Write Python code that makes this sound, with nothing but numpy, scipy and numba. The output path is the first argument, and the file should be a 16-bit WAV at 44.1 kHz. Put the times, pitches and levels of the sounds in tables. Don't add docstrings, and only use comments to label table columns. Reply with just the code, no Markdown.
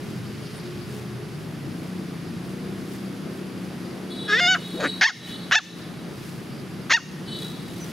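import sys
import numpy as np
from scipy import signal
from scipy.fft import rfft, irfft
from scipy.io import wavfile
from scipy.ndimage import uniform_filter1d, minimum_filter1d
from numba import njit

SR = 44100
rng = np.random.default_rng(int(sys.argv[2]) if len(sys.argv) > 2 else 0)


def inscribe(sig):
    pcm = np.round(np.clip(np.atleast_2d(sig).T, -1, 1) * 32767)
    wavfile.write(sys.argv[1], SR, pcm.astype(np.int16))


N = 349260
T = np.arange(N) / SR
FREQS = np.maximum(np.fft.rfftfreq(N, 1 / SR), 1)


def undb(db):
    return 10 ** (np.asarray(db) / 20)


def unit(x):
    return x / np.sqrt(np.mean(x ** 2) + 1e-18)


def during(start, end):
    return T[(T >= start) & (T <= end)]


def curves(rows, t):
    x, *columns = np.transpose(rows)
    return [np.interp(t, x, column) for column in columns]


def walk(rate, size=N):
    position = np.arange(size) * rate / SR
    knots = np.arange(int(position[-1]) + 2)
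    return 1.2 * np.interp(position, knots, rng.standard_normal(len(knots)))


def sine(hz):
    return np.sin(2 * np.pi * np.cumsum(hz) / SR)


def colour(x, points):
    hz, db = np.transpose(points)
    gain = undb(np.interp(np.log(FREQS), np.log(hz), db))
    return irfft(rfft(x) * gain, N)


def butter(x, hz, kind, order):
    return signal.sosfilt(signal.butter(order, hz, kind, fs=SR, output="sos"), x)


def place(x, pan_db):
    return x * undb(np.array([[pan_db], [-pan_db]]) / 2)


@njit
def svf(x, hz, width):
    y, band, low = np.empty(len(x)), 0., 0.
    for i in range(len(x)):
        g, damping = np.tan(np.pi * hz[i] / SR), width / hz[i]
        v = (band + g * (x[i] - low)) / (1 + g * (g + damping))
        band, low, y[i] = 2 * v - band, low + 2 * g * v, damping * v
    return y


def resonate(x, hz, width):
    return svf(x, hz + np.zeros(len(x)), float(width))


def trees(x, delay_s, t60_s, treble_hz):
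    t = np.arange(SR) / SR
    shared, left, right = rng.standard_normal((3, SR))
    fade = np.clip((t - delay_s) / 0.0062, 0, 1) * undb(-60 * t / t60_s)
    scatter = (shared + .5 * np.array([left, right])) * fade
    tail = butter(scatter, treble_hz, "low", order=1)
    return signal.fftconvolve(x[None], unit(tail) / np.sqrt(SR), axes=1)[:, :N]


def outdoors(flicker_db=1.0):
    # frequency in Hz, relative level in dB.
    place_spectrum = [(15, -59), (25, -39.5), (145, -2), (170, -3.5), (285, -7), (363, -5), (463, -11),
                      (695, -16.5), (1260, -22), (4030, -29.5), (5200, -30.5), (7700, -41.5), (11200, -37),
                      (14700, -52.5), (16000, -51)]
    # time in seconds, rumble in dB, tyre roar in dB.
    traffic = [(0, 6, -5.5), (2.9, 2.5, -3), (4.3, 0, 0.5), (4.65, -2, -6.5), (5.6, 0.5, -3.5),
               (6.4, 3, -4), (7.92, 3, -3)]
    mid, side = (colour(x, place_spectrum) for x in rng.standard_normal((2, N)))
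    side = colour(side, [(40, -7), (130, -11.5), (350, -8), (700, -8.5),
                         (2000, -6.0), (5000, -12.5), (10000, -5.5)])
    air = unit(mid + side * np.array([[1], [-1]])) * undb(-36)
    rumble = irfft(rfft(air) / (1 + (FREQS / 250) ** 4), N)
    hiss = irfft(rfft(air) / (1 + (900 / FREQS) ** 4), N)
    roar = place(air - rumble - hiss, pan_db=2.5)
    rumble_db, roar_db = curves(traffic, T)
    road = rumble * undb(rumble_db + flicker_db * walk(30)) + roar * undb(roar_db + 1.8 * walk(36))
    return road + place(hiss, pan_db=-0.3) * undb(1.5 + 0.34 * walk(5.8))


def hum(pitch_hz=55.2, level_db=-64.5):
    return np.sqrt(2) * undb(level_db) * sine(pitch_hz * (1 + 0.03 * walk(13)))


def insects(width_hz=800, throb_db=4.5, octave_db=-3, octave_width_hz=2600):
    band_hz, chorus_db = 4750, -56
    buzz_s, buzz_half_s, buzz_db = 0.55, 0.13, -54.5

    def rasp(hz, width):
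        noise = resonate(resonate(rng.standard_normal(N), hz, width), hz, width)
        return unit(noise) * undb(throb_db * walk(45))

    chorus = np.array([rasp(band_hz, width_hz) for _ in range(2)]) + rasp(band_hz, width_hz)
    near = rasp(band_hz, octave_width_hz / 2) + undb(octave_db) * rasp(2 * band_hz, octave_width_hz)
    swell = np.exp(-((T - buzz_s) / buzz_half_s) ** 4)
    return unit(chorus) * undb(chorus_db) + near * undb(buzz_db) * swell


def exhaust(note_hz, rider, flutter_db=2.0):
    # multiple of the firing rate, relative level in dB.
    firing_harmonics = [(4, -13), (5, -7), (6, 3.5), (7, -6.5), (8, -4.5), (9, -6), (10, -8), (11, -5),
                        (12, -9), (13, -23), (15, -14.5)]
    emerge_db_per_s, throttle_db_per_octave = 30, 12
    out_s, level_db, recede_db_per_s = rider
    behind_trees_db = emerge_db_per_s * np.maximum(out_s - T, 0)
    receding_db = recede_db_per_s * np.maximum(T - out_s, 0)
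    throttle_db = throttle_db_per_octave * np.log2(note_hz / np.mean(note_hz))
    firing = 2 * np.pi * np.cumsum(note_hz * (1 + .006 * walk(25))) / (6 * SR)
    stack = sum(undb(gain_db + flutter_db * walk(16))
                * np.sin(round(k) * firing + 2 * np.pi * rng.random())
                for k, gain_db in firing_harmonics)
    return unit(stack) * undb(level_db - behind_trees_db - receding_db + throttle_db)


def motorbikes():
    # time in seconds, exhaust note in Hz.
    throttle = [(1.35, 153.3), (1.95, 183.7), (2.25, 164.4), (2.56, 191.2), (3.4, 192.5), (3.73, 178.5),
                (4.13, 190.4), (4.5, 175.1), (4.93, 182.9), (5.8, 174.3), (6.49, 172.6), (7.26, 149.6),
                (7.72, 168.7), (7.92, 162.9)]
    # seconds when out, level then in dB, loss after that in dB per second.
    riders = [(1.6, -33.5, 1.15), (6.85, -38.5, 1.5)]
    # frequency in Hz, level in dB.
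    far_tones = [(123.8, -49.5), (209.9, -53), (355.3, -50), (425.3, -51)]
    # time in seconds, relative speed, added level in dB.
    far_run = [(0, 0.96, 4.5), (.6, 1, 3), (1.2, 0.99, 3.5), (1.7, 0.88, -6), (7.92, 0.97, -25)]
    speed, far_db = curves(far_run, T)
    far = sum(undb(gain_db + 3.8 * walk(7.42)) * sine(hz * speed * (1 + 0.0075 * walk(20)))
              for hz, gain_db in far_tones)
    (note_hz,) = curves(throttle, T)
    first = exhaust(note_hz, riders[0])
    second = exhaust(187.2, riders[1])
    return place(first + second + np.sqrt(2) * far * undb(far_db), pan_db=1.5)


def grass(spike_db=7, crackle_db=8, spread=0.6):
    # middle in seconds, half length in seconds, swish in dB, crackle in dB.
    rustles = [(0.082, 0.11, -51, -67), (.6, 0.47, -49, -62), (0.95, 0.097, -55, -51),
               (1.42, 0.042, -56, -64), (1.85, .1, -59, -61), (2.5, .08, -63, -56), (2.93, 0.036, -52, -49),
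               (3.36, 0.048, -61, -55), (3.641, .045, -54, -56), (4.72, .15, -58, -55),
               (5.15, 0.07, -46, -54), (5.28, .05, -42, -50), (5.64, .07, -42, -51),
               (5.77, 0.037, -60, -53), (6.25, 0.17, -53, -54.5), (7.02, .07, -53, -55),
               (7.445, 0.089, -54, -46.5), (7.883, 0.28, -49, -49)]

    def swell(s, half, db):
        return undb(2 * db) * np.exp(-2 * ((T - s) / half) ** 2)

    def ticks(depth_db, spectrum):
        noise = rng.standard_normal((3, N)) * undb(depth_db * np.tanh(walk(900)))
        return unit(colour(noise[0] + spread * noise[1:], spectrum))

    swish = ticks(spike_db, [(300, -13), (1500, 0.5), (3000, 1.5), (5500, -4), (7500, -13.5), (15000, -28)])
    crackle = ticks(crackle_db, [(1000, -7), (5000, 0), (7500, -4), (11000, -3.5), (15000, -9.5)])
    stir = undb(-74.5 + 16 * np.tanh(walk(2.7)))
    swishing = np.sqrt(sum(swell(s, half, db) for s, half, db, _ in rustles))
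    crackling = np.sqrt(sum(swell(s, half, db) for s, half, _, db in rustles))
    return swish * swishing + crackle * (crackling + stir)


def horn(waver_db=3.5, echo_db=-4.0, attack_s=0.015, release_s=0.029):
    # start in seconds, end in seconds, pitch in Hz, level in dB,
    # then the seventh, eighth and tenth harmonics in dB on the scale of the diaphragm's.
    toots = [(4.093, 4.336, 431.6, -39.5, -9, -1, -4), (4.592, 4.864, 426, -42, -13, -4, -4.5),
             (4.856, 4.899, 429.6, -31.5, -13, -11, -11), (5.105, 5.26, 432, -41, -12, -5, -11),
             (5.259, 5.387, 430.5, -41, -4, -1, -1), (5.58, 5.704, 432.4, -41, -10, 0, -4),
             (7.268, 7.37, 431, -36.5, -2, -5, -3), (7.372, 7.433, 428, -38.5, -23, -4, -9)]
    # harmonic number, relative level in dB.
    diaphragm = [(1, -8.5), (9, 0.5), (11, -16), (18, -23), (19, -30), (21, -16.5)]
    out = np.zeros(N)
    for start, end, pitch_hz, db, seventh_db, eighth_db, tenth_db in toots:
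        on = (T > start) & (T < end + release_s)
        t = T[on]
        hz = pitch_hz * (1 + .011 * walk(500, len(t)) + .002 * walk(25, len(t)))
        phase = 2 * np.pi * np.cumsum(hz) / SR
        harmonics = diaphragm + [(7, seventh_db), (8, eighth_db), (10, tenth_db)]
        buzz = sum(undb(gain_db + waver_db * walk(130.3, len(t))) * np.sin(round(k) * phase)
                   for k, gain_db in harmonics)
        envelope = np.clip(np.minimum((t - start) / attack_s, 1 + (end - t) / release_s), 0, 1)
        out[on] += unit(buzz) * undb(db) * envelope
    lingering = colour(out, [(1000, -3), (3000, -5), (3430, -4), (3870, 1.5), (4300, -2), (9000, 0)])
    return out + undb(echo_db) * trees(lingering, delay_s=0.0024, t60_s=1.34, treble_hz=7350)


def folds(hz, rough):
    split_db = 9
    air_floor, air_noise = .07, .6
    size = len(hz)
    cycles = np.cumsum(hz * (1 + .2 * rough * walk(1400, size))) / SR
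    count = np.round(cycles).astype(int)
    offset = (cycles - count) * SR / hz
    pulses = np.sinc(offset) * np.exp(-(offset / 4) ** 2)
    uneven_db = 3.5 * rng.standard_normal(size)[count]
    strength = undb(rough * (uneven_db + split_db * (count % 2 - .5)))
    air = rng.standard_normal(size) * (.4 + .6 * np.cos(np.pi * cycles) ** 2)
    return pulses * strength * np.sqrt(SR / hz) + (air_floor + air_noise * rough) * air


def utter(voice, t, db):
    power = uniform_filter1d(voice ** 2, size=300)
    edges = np.clip(np.minimum(t - t[0], t[-1] - t) / .002, 0, 1)
    return np.interp(T, t, voice / np.sqrt(power + 1e-12) * undb(db) * edges)


def cry(rows, muzzle, mouth_width_hz, throat_hz, throat_width_hz, throat_db, edge_hz, leak_db):
    t = during(rows[0][0], rows[-1][0])
    hz, db, rough, mouth_hz, bright_db, shift = curves(rows, t)
    source = folds(hz, np.clip(rough, 0, 1))

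    def cavity(centre_hz, width_hz, second_width_hz):
        return resonate(resonate(source, centre_hz, width_hz), centre_hz, second_width_hz)

    throat = undb(throat_db) * cavity(throat_hz, throat_width_hz, 620)
    mouth = cavity(mouth_hz, mouth_width_hz, 840)
    upper = sum(undb(gain_db) * cavity(f * shift, width, 780) for f, width, gain_db in muzzle)
    voice = mouth - throat + undb(bright_db) * upper
    leak = undb(leak_db) * butter(source, 10000, "low", order=2)
    return utter(butter(voice, edge_hz, "low", order=14) + leak, t, db)


def growl():
    # time in seconds, level in dB, throat resonance in Hz, pulse rate in Hz.
    growling = [(4.73, -53, 282, 139.4), (4.745, -27, 279, 142), (4.768, -33.5, 350, 154.7),
                (4.785, -31, 473, 165.5), (4.813, -28.5, 596, 199.4), (4.835, -26.5, 453, 224.7),
                (4.855, -25.5, 324, 295), (4.881, -31.5, 290, 292), (4.897, -54, 290, 248)]
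    t = during(growling[0][0], growling[-1][0])
    db, throat_hz, hz = curves(growling, t)
    pulses = folds(hz, rough=0.824)
    return utter(resonate(resonate(pulses, throat_hz, 180), throat_hz, 270), t, db)


def puppy():
    # time in seconds, pitch in Hz, level in dB, roughness 0-1,
    # mouth resonance in Hz, upper resonances in dB, their tuning as a ratio.
    moan_rows = [(4.270, 437, -50, 0.61, 1600, -1, 1), (4.286, 422, -27.5, .33, 1620, -1, 0.88),
                 (4.298, 417, -22, 0.1, 1530, -4, 0.94), (4.318, 408, -20, .11, 1550, -3.5, 0.97),
                 (4.335, 425, -14, .1, 1670, -7, 0.95), (4.365, 462.5, -19, 0.074, 1820, -1.5, 0.94),
                 (4.385, 501, -20, 0.11, 1910, -4, 0.91), (4.396, 545, -17, 0.2, 1720, 1, 0.89),
                 (4.404, 580, -16, 0.64, 1680, -8, 1)]
    whine_rows = [(4.398, 672, -20, 0.16, 1810, -1, 0.82), (4.408, 709, -19.5, 0, 1900, -4, 1),
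                  (4.44, 715, -17.5, 0.05, 1830, -5.5, 0.96), (4.462, 701.5, -17, 0.02, 1820, -1, 0.98),
                  (4.484, 743.5, -16, 0.03, 1720, -2.5, 1), (4.516, 754.3, -15.5, 0.01, 1720, 2, 0.93),
                  (4.542, 735.4, -19, 0.05, 1600, 5.5, 0.9), (4.556, 685, -19, 0.6, 1530, -18, 0.97),
                  (4.568, 578, -32, 0.4, 1380, -12, 0.92), (4.578, 500, -42, 0.6, 1250, -12, .95)]
    snarl_rows = [(4.794, 413, -52, .6, 1700, -6, 1), (4.805, 399, -30.5, 0.65, 1640, -2, 0.96),
                  (4.822, 370.5, -31.5, 0.57, 1600, -8, 0.91), (4.832, 304.4, -28, 0.64, 1500, -8, 1),
                  (4.843, 298.4, -20, 0.48, 1481, -12, 0.92), (4.861, 304.4, -21.5, 0.49, 1620, -15, 0.86),
                  (4.875, 298, -30, .8, 1920, -16, 1), (4.889, 282, -51, 0.75, 1900, -12, 0.91)]
    yelp_1_rows = [(5.0095, 689, -12, .64, 1790, -10, 0.96), (5.0115, 738, -18, .9, 1780, -7, .9),
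                   (5.02, 765.5, -6, 0.87, 1900, -12.5, 1.03), (5.038, 840, 2, 0.61, 1820, -5.5, 0.94),
                   (5.047, 876, -2, 0.11, 1800, -5, 0.92), (5.064, 924, 1.5, 0.077, 1860, -9.5, 0.94),
                   (5.068, 1100, -13, .2, 1730, -3, 1), (5.076, 1118, -8, .05, 1710, -9, 1.01),
                   (5.086, 1015, -8.5, .08, 1760, -10, .97), (5.097, 820, -13.5, 0.46, 1530, -6, 1.05),
                   (5.106, 740, -16, .25, 1510, -13, 1.1), (5.118, 620, -37, .3, 1250, -18, 1)]
    yelp_2_rows = [(5.5095, 346, -6, 0.16, 1550, -8, 0.7), (5.516, 372, -29, 0.12, 1550, -11, 0.94),
                   (5.5185, 432, -19, 0.33, 1660, -9, 0.96), (5.526, 542, -4, 0.24, 1690, -6.5, 1.02),
                   (5.541, 632, -8.5, .13, 1690, -3, 1.13), (5.547, 695, -9, .5, 1590, -4, 1.02),
                   (5.555, 792, -5, .2, 1700, 5.5, 0.97), (5.559, 880, 1, .04, 1820, -7.5, 1.17),
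                   (5.575, 897, -5.5, 0.03, 1770, -3, 0.965), (5.584, 854, -5.5, .02, 1590, -5, 1.04),
                   (5.593, 690, -18, .08, 1380, -6, 1.5), (5.609, 493, -37, .15, 1050, -18, 1)]
    yelp_3_rows = [(6.894, 380, -31, 0.53, 1600, -10, 1), (6.9035, 420, -21, 0.43, 1590, -6, 0.86),
                   (6.906, 470, -15.5, 0.2, 1850, -6, 1.03), (6.918, 618, -15, 0.62, 2220, -2.5, .92),
                   (6.925, 727, -1, .3, 2120, -5, 0.97), (6.929, 844, -10.5, .13, 1920, 4, 1.17),
                   (6.937, 899, -4, .04, 1900, 0.5, 0.92), (6.949, 943, -4.5, .015, 1910, -4.5, 1.04),
                   (6.96, 937, -11, .02, 1840, -3.5, 1.03), (6.967, 854, -15.5, .08, 1570, 5, 0.92),
                   (6.974, 760, -15, .05, 1450, -19, 1), (6.981, 648, -17.5, .1, 1310, -18, .9),
                   (6.986, 585, -34, .15, 1400, -10, 1.3), (7.001, 450, -33, .15, 1200, -14, 1)]
    muzzles = {"moan": [(2530, 360, -15), (3820, 200, -3), (4630, 1200, -13), (5540, 340, -12)],
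               "whine": [(3045, 140, -1.5), (3660, 190, -5), (5050, 180, -9), (6850, 940, -18.5)],
               "snarl": [(2440, 290, 0), (3120, 390, -4), (4500, 620, -1.5), (6900, 890, -7.5)],
               "yelp 1": [(2771, 110, 3), (3290, 610, 1), (4610, 960, -0.5), (5120, 790, -2),
               (6100, 260, -3.5)], "yelp 2": [(2570, 550, 2.5), (3400, 365, 1.5), (4170, 400, -17),
               (5330, 330, -3.5), (6150, 230, -9), (7100, 340, -8)], "yelp 3": [(2810, 260, -1),
               (3530, 190, -2), (4470, 180, -2), (5720, 500, -7), (6900, 500, -3.5)]}
    moan = cry(moan_rows, muzzles["moan"], mouth_width_hz=270, throat_hz=404, throat_width_hz=130,
               throat_db=-12.5, edge_hz=7700, leak_db=-49)
    whine = cry(whine_rows, muzzles["whine"], mouth_width_hz=300, throat_hz=691, throat_width_hz=47,
                throat_db=-14, edge_hz=6900, leak_db=-47.0)
    snarl = cry(snarl_rows, muzzles["snarl"], mouth_width_hz=730, throat_hz=330, throat_width_hz=330,
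                throat_db=-7.5, edge_hz=7500, leak_db=-38)
    first = cry(yelp_1_rows, muzzles["yelp 1"], mouth_width_hz=520, throat_hz=830, throat_width_hz=2000,
                throat_db=-19.0, edge_hz=6900, leak_db=-43.5)
    second = cry(yelp_2_rows, muzzles["yelp 2"], mouth_width_hz=760, throat_hz=730, throat_width_hz=170,
                 throat_db=-13.5, edge_hz=6800, leak_db=-42.5)
    third = cry(yelp_3_rows, muzzles["yelp 3"], mouth_width_hz=540, throat_hz=1110, throat_width_hz=2100,
                throat_db=-11.5, edge_hz=6500, leak_db=-41.0)
    return moan + whine + snarl + growl() + first + second + third


def ports(x):
    # frequency in Hz, phase in radians by which left leads.
    port_phase = [(0, 0), (700, 0.45), (1700, 0.25), (4200, 0.33), (6000, 0.32), (12000, .5)]
    # frequency in Hz, left minus right in dB.
    port_balance = [(100, .5), (380, 3.9), (900, .5), (2400, .3), (6000, .5)]
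    (radians,), (db,) = curves(port_phase, FREQS), curves(port_balance, FREQS)
    half = np.array([[.5], [-.5]])
    return irfft(rfft(x) * undb(half * db) * np.exp(1j * half * radians), N)


def echoes(pup):
    # frequency in Hz, gain in dB.
    leaves = [(400, -18), (1200, -51), (1850, -5), (2630, -6), (2850, 0.5), (3200, -5), (4700, -1.5),
              (7000, 4)]
    # time in seconds, gain in dB.
    facing = [(5.6, 1), (6.9, -0.5)]
    (facing_db,) = curves(facing, T)
    scattered = colour(pup * undb(facing_db), leaves)
    blades = undb(-21) * trees(pup, delay_s=.001, t60_s=.06, treble_hz=6000)
    early = undb(-23.5) * trees(scattered, delay_s=.04, t60_s=.35, treble_hz=9000)
    late = undb(-35.5) * trees(scattered, delay_s=0.06, t60_s=1.0, treble_hz=4000)
    slap_s, slap_db, slap_hz = .088, -42, 1870
    slap = undb(slap_db) * np.interp(T - slap_s, T, resonate(pup, slap_hz, 700), left=0)
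    return blades + early + late + slap


def bird(taper_db=11):
    start_s, length_s = 7.797, .06
    peep_hz, peep_db, drop_hz_per_s = 6050, -42, 1870
    t = during(start_s, start_s + length_s)
    hz = (peep_hz - drop_hz_per_s * (t - t[0])) * (1 + 0.0094 * walk(270, len(t)))
    return utter(sine(hz), t, peep_db - taper_db * np.linspace(-1, 1, len(t)) ** 2)


def scene():
    background = butter(outdoors(), 53, "high", order=3) + hum() + insects() + motorbikes() + grass() + horn()
    pup = puppy()
    return background + ports(pup) + echoes(pup) + bird()


def record(dry, ceiling_db=-14, release_db_per_s=70, attack_s=0.00026):
    # frequency in Hz, gain in dB.
    microphone = [(600, -1), (750, -0.5), (930, -3), (1200, 0), (1600, -0.5), (3900, -1.37), (4700, -3),
                  (5600, -2), (7000, 0)]
    heard = colour(dry, microphone)
    power = uniform_filter1d(heard.mean(axis=0) ** 2, size=180)
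    loudest = -minimum_filter1d(-np.abs(power), size=2001, origin=1000)
    over_db = np.maximum(10 * np.log10(loudest + 1e-12) - ceiling_db, 0)
    held_db = np.maximum.accumulate(over_db + release_db_per_s * T) - release_db_per_s * T
    pole = np.exp(-1 / (attack_s * SR))
    reduction_db = signal.lfilter([1 - pole], [1, -pole], held_db)
    limited = heard * undb(-reduction_db)
    top_hz = 15700
    return signal.sosfilt(signal.ellip(10, .2, 90, top_hz, fs=SR, output="sos"), limited)


dry = scene()
out = record(dry)
inscribe(out)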